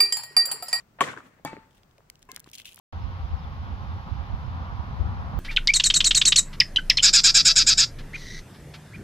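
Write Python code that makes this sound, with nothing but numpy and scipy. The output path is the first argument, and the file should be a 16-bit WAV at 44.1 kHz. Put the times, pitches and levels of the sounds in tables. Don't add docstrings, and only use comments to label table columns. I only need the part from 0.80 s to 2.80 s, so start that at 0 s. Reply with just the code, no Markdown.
import sys
import numpy as np
from scipy import signal
from scipy.fft import rfft, irfft
from scipy.io import wavfile
from scipy.ndimage import uniform_filter1d

SR = 44100
rng = np.random.default_rng(int(sys.argv[2]) if len(sys.argv) > 2 else 0)


def generate_wav(signal):
    frames = np.transpose(np.atleast_2d(signal))
    scaled = np.clip(frames, -1, 1) * 32767
    pcm = np.round(scaled).astype(np.int16)
    wavfile.write(sys.argv[1], SR, pcm)


def gain_from_decibels(decibels):
    exponent = np.asarray(decibels, float) / 20
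    return 10 ** exponent


N = 88200

PORT_LAG = 4


def fade(t60, length):
    return gain_from_decibels(-60 * np.arange(int(length * SR)) / SR / max(t60, 1e-3))


def band(x, hz, q):
    return signal.lfilter(*signal.iirpeak(min(hz, .4 * SR), max(q, .3), SR), x)


def bell(x, hz, octaves):
    f = np.fft.rfftfreq(x.shape[-1], 1 / SR) + 1
    return irfft(rfft(x) * np.exp(-.5 * (np.log2(f / hz) / octaves) ** 2), x.shape[-1])


def colour(x, points):
    f = np.fft.rfftfreq(x.shape[-1], 1 / SR) + 1
    p = np.array(points)
    gain_db = np.interp(np.log(f), np.log(p[:, 0]), p[:, 1], left=-60)
    return irfft(rfft(x) * gain_from_decibels(gain_db), x.shape[-1])


def air(size):
    alike_hz = 550
    mid, side = rng.standard_normal((2, size))
    side = signal.lfilter(*signal.butter(1, alike_hz, "high", fs=SR), side)
    return mid + side * np.array([[1], [-1]])


def walk(rate, size):
    k = int(SR / rate)
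    steps = np.repeat(rng.standard_normal(size // k + 1), k)
    return 1.98 * uniform_filter1d(steps, k)[:size]


def add(out, x, s):
    i = int(s * SR)
    n = min(x.shape[-1], N - i)
    out[:, i:i + n] += x[:, :n]


def ports(x):
    return np.array([x, np.roll(x, PORT_LAG)])


def night():
    # frequency in Hz, level in dB.
    night_tone = [(25, 17), (45, -1), (140, 0), (400, -11.5), (1400, -21), (3600, -33.5), (8500, -34.5),
                  (10500, -41.5), (16000, -29)]
    level_db = -60.5
    noise = colour(air(N), night_tone)
    x = 0
    for hz in 30 * 2. ** np.arange(10):
        x = x + gain_from_decibels(0.5 * walk(3.5, N)) * band(noise, hz, 0.77)
    return gain_from_decibels(level_db) * x / x.std()


def yard(tilt_db):
    # centre in Hz, level in dB, early and late 60 dB decay times in seconds.
    wash_bands = [(137, -3, 0.61, 0.67), (260, 3.5, 0.31, 1.3), (518, 1.5, 0.35, 0.98),
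                  (1144, 2.3, 0.47, 0.58), (1800, 0, 0.38, 1.2), (3200, -3.5, 0.35, 0.45),
                  (7000, -2.5, 0.22, 0.69), (13000, -15, 0.12, .4)]
    late_db, patchy_db = -16, 1.2
    n = int(.8 * SR)
    rise = np.clip(np.arange(n) / SR / 0.0065, 0, 1)
    shared_patch = patchy_db * walk(70, n)
    wash = 0
    for hz, db, early, late in wash_bands:
        patch = shared_patch + patchy_db * walk(63.7, n)
        noise = band(band(air(n), hz, 1.83), hz, 1.83) / np.sqrt(hz / 1000)
        decay = fade(early, .8) + gain_from_decibels(late_db) * fade(late, .8)
        wash = wash + gain_from_decibels(db + tilt_db * np.log2(hz / 1000) + patch) * noise * decay
    return rise * wash


def earlier_stroke():
    level_db, ago_s = -43.5, 0.067
    skip = int(ago_s * SR)
    return gain_from_decibels(level_db) * yard(5.0)[:, skip:] * fade(0.082, .8)[:-skip]


def swish():
    length_s, level_db, centre_hz = 0.027, -46.5, 900
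    n = int(length_s * SR)
    rise = np.clip(np.arange(n) / 60, 0, 1)
    return gain_from_decibels(level_db) * bell(air(n), centre_hz, 0.86) * rise * 4


def racket(modes, push_ms, crack_db, ring_db, ground_db):
    beat_db, beats_per_s = 2.5, 140
    bloom = .12
    spit_db = -7
    ground_s = .0072
    t = np.arange(int(.5 * SR)) / SR
    u = (t - .0007 - push_ms / 1000) / (push_ms / 2500)
    push = (1 - u ** 2) * np.exp(-u ** 2 / 2)
    crack = bell(rng.standard_normal(len(t)), 6800, .45) * fade(.014, .5)
    crack = crack + gain_from_decibels(spit_db) * bell(rng.standard_normal(len(t)), 12500, .25) * fade(.02, .5)
    ring = 0
    for hz, db, t60 in modes:
        beat = beat_db * min(0.16 / t60, 1) * walk(beats_per_s, len(t))
        swell = 1 - np.exp(-t / (0.00043 + bloom * max(t60 - .2, 0)))
        ring = ring + gain_from_decibels(db + beat) * np.sin(2 * np.pi * hz * (t - .001)) * fade(t60, .5) * swell
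    ring_start = np.clip((t - .001) / 0.0015, 0, 1)
    x = push + gain_from_decibels(crack_db) * crack + gain_from_decibels(ring_db) * ring * ring_start
    reflected = np.roll(x, int(ground_s * SR)) * (t > ground_s)
    return x + gain_from_decibels(ground_db) * band(reflected, 600, 0.6)


def slap(hz, cycles):
    rough_db = -6
    t = np.arange(int(.05 * SR)) / SR - .015
    rough = gain_from_decibels(rough_db) * bell(air(len(t)), hz, 0.81) / np.sqrt(hz / 5000)
    wave = -np.cos(2 * np.pi * hz * t) + rough
    envelope = np.exp(-2 * (t * hz / cycles * 2) ** 2 / np.where(t > 0, 4, 1))
    x = bell(wave * envelope, hz, 2.2)
    return np.array([x[0], np.roll(x[1], PORT_LAG)])


def grit():
    # start in seconds, length in seconds, level in dB, change in dB over the length.
    scuffs = [
        (0.433, 0.068, -72, 7.5),
        (0.9, 0.11, -71, 2),
        (1.415, 0.024, -62.5, -1),
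        (1.533, 0.05, -68.5, 11),
        (1.658, 0.049, -62, -0.5),
        (1.729, 0.049, -49.5, -6.5),
        (1.773, 0.07, -51, -9.5),
        (1.851, 0.11, -49.5, -12),
        (1.964, 0.066, -56.5, -8),
    ]
    # frequency in Hz, level in dB.
    grain_tone = [(800, -30), (1800, -14), (2400, -2), (3300, 1.5), (4300, -8), (8000, -9), (12000, -14),
                  (16000, -14)]
    grains_per_s, spread_db, grain_t60_s = 1800, 3.5, .006
    t = np.arange(N) / SR
    env = np.zeros(N)
    for s, length, db, change_db in scuffs:
        u = (t - s) / length
        rise = np.clip((t - s) / 0.0069, 0, 1)
        fall = np.clip((1 - u) * 3, 0, 1)
        env += gain_from_decibels(db + change_db * np.clip(u, 0, 1)) * rise * fall
    chosen = rng.random(N) < grains_per_s / SR
    hits = 0.0078 + chosen * gain_from_decibels(spread_db * rng.exponential(size=N))
    grains = signal.fftconvolve(hits, fade(grain_t60_s, .01))[:N]
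    x = colour(grains * air(N), grain_tone)
    return env * x / x.std()


def burst(hz, octaves, t60, wide_db):
    bounce_s, bounce_db = .0007, -8
    left_lag = 3
    v = rng.standard_normal((2, int(.04 * SR)))
    x = v[0] + gain_from_decibels(wide_db) * v[1] * np.array([[1], [-1]])
    rise = np.clip(np.arange(v.shape[1]) / SR / (t60 / 25), 0, 1)
    x = bell(np.roll(x * fade(t60, .04) * rise, 44, axis=1), hz, octaves)
    bounce_lag = int((.4 + rng.random()) * bounce_s * SR)
    x = x + gain_from_decibels(bounce_db) * np.roll(x, bounce_lag, axis=1)
    x = np.array([np.roll(x[0], left_lag), x[1]])
    return x / np.abs(x.mean(axis=0)).max()


def tick(hz, t60_ms):
    return gain_from_decibels(0.5) * burst(hz, .95, t60_ms / 1000, -6)


def stone(treble_db):
    hz = 3000 * 2 ** (.07 * rng.standard_normal())
    ring = burst(hz, .28, .006, -8)
    spit = gain_from_decibels(treble_db + 8) * burst(8000, .6, .007, -3)
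    return gain_from_decibels(-4.5) * (ring + spit)


def scene():
    # time in seconds, peak in dB, cork push in ms, crack in dB,
    # yard wash in dB, wash tilt in dB per octave.
    hits = [
        (0.207, -6.5, 0.27, -19, -16.5, 0.5),
        (0.649, -21.5, 0.9, -5, -15, 0.13),
        (1.4888, -44, 0.48, -7.5, -5.5, 2),
    ]
    # frequency in Hz, level in dB, 60 dB decay in seconds.
    smash_modes = [(140, -20.5, 0.11), (275, -11.5, 0.083), (390.5, -6, 0.051), (566, -9, 0.051),
                   (741, -12, 0.083), (995, -7, 0.045), (1118, 2, 0.044), (1310, -5.5, 0.054),
                   (1470, -17, 0.1), (1950, -4, 0.02), (1830, -22.5, .1), (2353, -18.5, 0.062),
                   (3200, -10.5, 0.069), (4000, -11.5, 0.022)]
    block_modes = [(153.5, -5, 0.093), (280, 0.5, 0.036), (635, 3.5, 0.019), (827, -2, 0.061),
                   (889, -6.5, 0.43), (1028, -10, 0.044), (1360, -31, 0.38), (1700, -5.5, 0.034),
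                   (1810, -18, 0.23), (2272, -11.5, 0.26), (2630, -23, 0.31), (3413, -14.5, .06),
                   (4400, -27.5, 0.45), (4550, -21, 0.18)]
    push_modes = [(260, 0.5, 0.039), (400, -1, 0.045), (740, -14.5, 0.18), (1042, 2, 0.1),
                  (1630, -12, 0.41), (1700, 2.5, 0.024), (2110, -6, 0.29), (2215, -10, 0.13),
                  (2638, -8.5, 0.066), (2970, -16, 0.27)]
    ring_levels = (-7, -6, -1.5)
    ground_levels = (-5, -10, -9)
    # time in seconds, peak in dB, centre in Hz, length in cycles.
    echoes = [(0.24, -25.5, 1970, 4.8), (0.2765, -31.5, 1130, 4.3), (0.282, -32.5, 286, 1.6),
              (0.287, -37, 1500, 2.8), (0.291, -36.5, 1620, 5.8), (0.299, -40, 322, 2),
              (.303, -37, 1500, 5), (.32, -39, 1500, 4), (.365, -42, 1500, 5), (.371, -39.5, 398, 1.9),
              (.405, -43.5, 1300, 3.8), (0.333, -39, 1480, 8), (.340, -37, 1110, 2.8),
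              (0.3755, -32.5, 1560, 4.5), (0.386, -44.5, 1130, 4), (.390, -47, 1800, 5.2),
              (0.382, -44, 335, 2.24), (.598, -47.5, 650, 1.25), (0.6759, -34, 2270, 3),
              (0.7319, -28, 354, 0.34), (0.7324, -33, 1400, 0.67), (0.738, -37, 248, 1.2),
              (0.7674, -37.5, 1700, 1.4), (.768, -35.5, 400, 0.68), (0.775, -38.5, 334, 1.5),
              (0.785, -45.5, 183, 1.44), (1.186, -55, 600, 3), (1.195, -54.5, 454, 2),
              (1.206, -49.5, 900, .8), (1.531, -48.5, 260, 1.8), (1.5725, -36.5, 1820, 1.08),
              (1.663, -51, 1080, 3.5), (1.675, -44, 260, 0.85), (1.675, -45, 1500, 0.93),
              (1.978, -39, 1320, 0.89), (1.998, -45.5, 960, 1.6)]
    # time in seconds, peak in dB, centre in Hz, 60 dB decay in ms.
    ticks = [(.437, -70, 12500, 6), (1.0329, -50, 2680, 7.8), (1.111, -61.5, 3380, 11),
             (1.1393, -76, 3620, 13.5), (1.181, -52, 3190, 10), (1.2998, -33, 4710, 5.7),
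             (1.3555, -50.5, 4290, 6.7), (1.3925, -56, 8000, 5.2), (1.421, -56, 5080, 8.6),
             (1.4277, -42, 4380, 6.1), (1.699, -53.5, 5450, 10.4), (1.5166, -32.5, 5780, 7.6),
             (1.546, -47, 7980, 9.5), (1.56, -69.5, 7000, 8), (1.5621, -28, 4900, 8.4),
             (1.579, -54, 3940, 6.5), (1.5955, -38, 8840, 8), (1.6013, -36.5, 8600, 6.8),
             (1.643, -44, 4280, 5), (1.715, -43, 8260, 5.5), (1.733, -37, 4680, 14.4),
             (1.745, -37, 5030, 4.7), (1.752, -36, 5050, 15), (1.782, -38.5, 4530, 17),
             (1.7987, -38, 3200, 9.5), (1.8562, -36.5, 4100, 6.4), (1.452, -60, 6000, 7.5),
             (1.9446, -39.5, 9030, 7), (1.9596, -38, 11010, 5.5), (1.9902, -39, 10000, 6.7)]
    # time in seconds, peak in dB, treble in dB.
    stones = [(1.7369, -45, -3), (1.7419, -41, -5), (1.7584, -43, -4), (1.7849, -45, -6), (1.7874, -45, -9),
              (1.7919, -36, -10), (1.8009, -38, -8), (1.8074, -47, -8), (1.8104, -47, -10),
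              (1.8129, -48, -12), (1.8214, -51, -12), (1.8464, -45, -15), (1.8484, -45, -10),
              (1.8542, -31, -22), (1.8574, -42, -8), (1.8604, -42, -8), (1.8649, -42, -10),
              (1.8684, -41, -10), (1.8704, -41, -10), (1.8744, -43, -9), (1.8784, -39, -17),
              (1.8824, -38, -18), (1.8899, -43, -12), (1.8944, -50, -12), (1.9019, -51, -8),
              (1.9084, -50, -6), (1.914, -46, -7), (1.9199, -47, -5), (1.9259, -44, -8), (1.9314, -56, 5)]

    out = night() + grit()
    add(out, earlier_stroke(), 0)
    add(out, swish(), .186)
    rackets = (smash_modes, block_modes, push_modes)
    for hit, modes, ring_db, ground_db in zip(hits, rackets, ring_levels, ground_levels):
        s, db, push_ms, crack_db, wash_db, tilt_db = hit
        add(out, gain_from_decibels(db) * ports(racket(modes, push_ms, crack_db, ring_db, ground_db)), s)
        add(out, gain_from_decibels(db + wash_db) * yard(tilt_db), s)
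    for s, db, hz, cycles in echoes:
        add(out, gain_from_decibels(db) * slap(hz, cycles), s - .015)
    for s, db, hz, t60_ms in ticks:
        add(out, gain_from_decibels(db) * tick(hz, t60_ms), s - .001)
    for s, db, treble_db in stones:
        add(out, gain_from_decibels(db) * stone(treble_db), s - .001)
    return out


def band_limit(x):
    return signal.sosfilt(signal.butter(12, 16620, fs=SR, output="sos"), x)


def record(dry):
    mid_db, top_db, cut_hz = 3.2, 3.3, 15700
    left = colour(dry[0], [(15, -20), (45, 0), (300, 0), (700, mid_db), (5000, mid_db), (9000, 0),
                           (12000, -top_db), (cut_hz, -top_db), (16100, -16), (16600, -32), (16700, -80)])
    right = colour(dry[1], [(15, -20), (45, 0), (9000, 0), (12000, top_db), (cut_hz, top_db),
                            (16100, -10), (16600, -26), (16700, -80)])
    return band_limit(np.array([left, right]))


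dry = scene()
out = record(dry)
generate_wav(out)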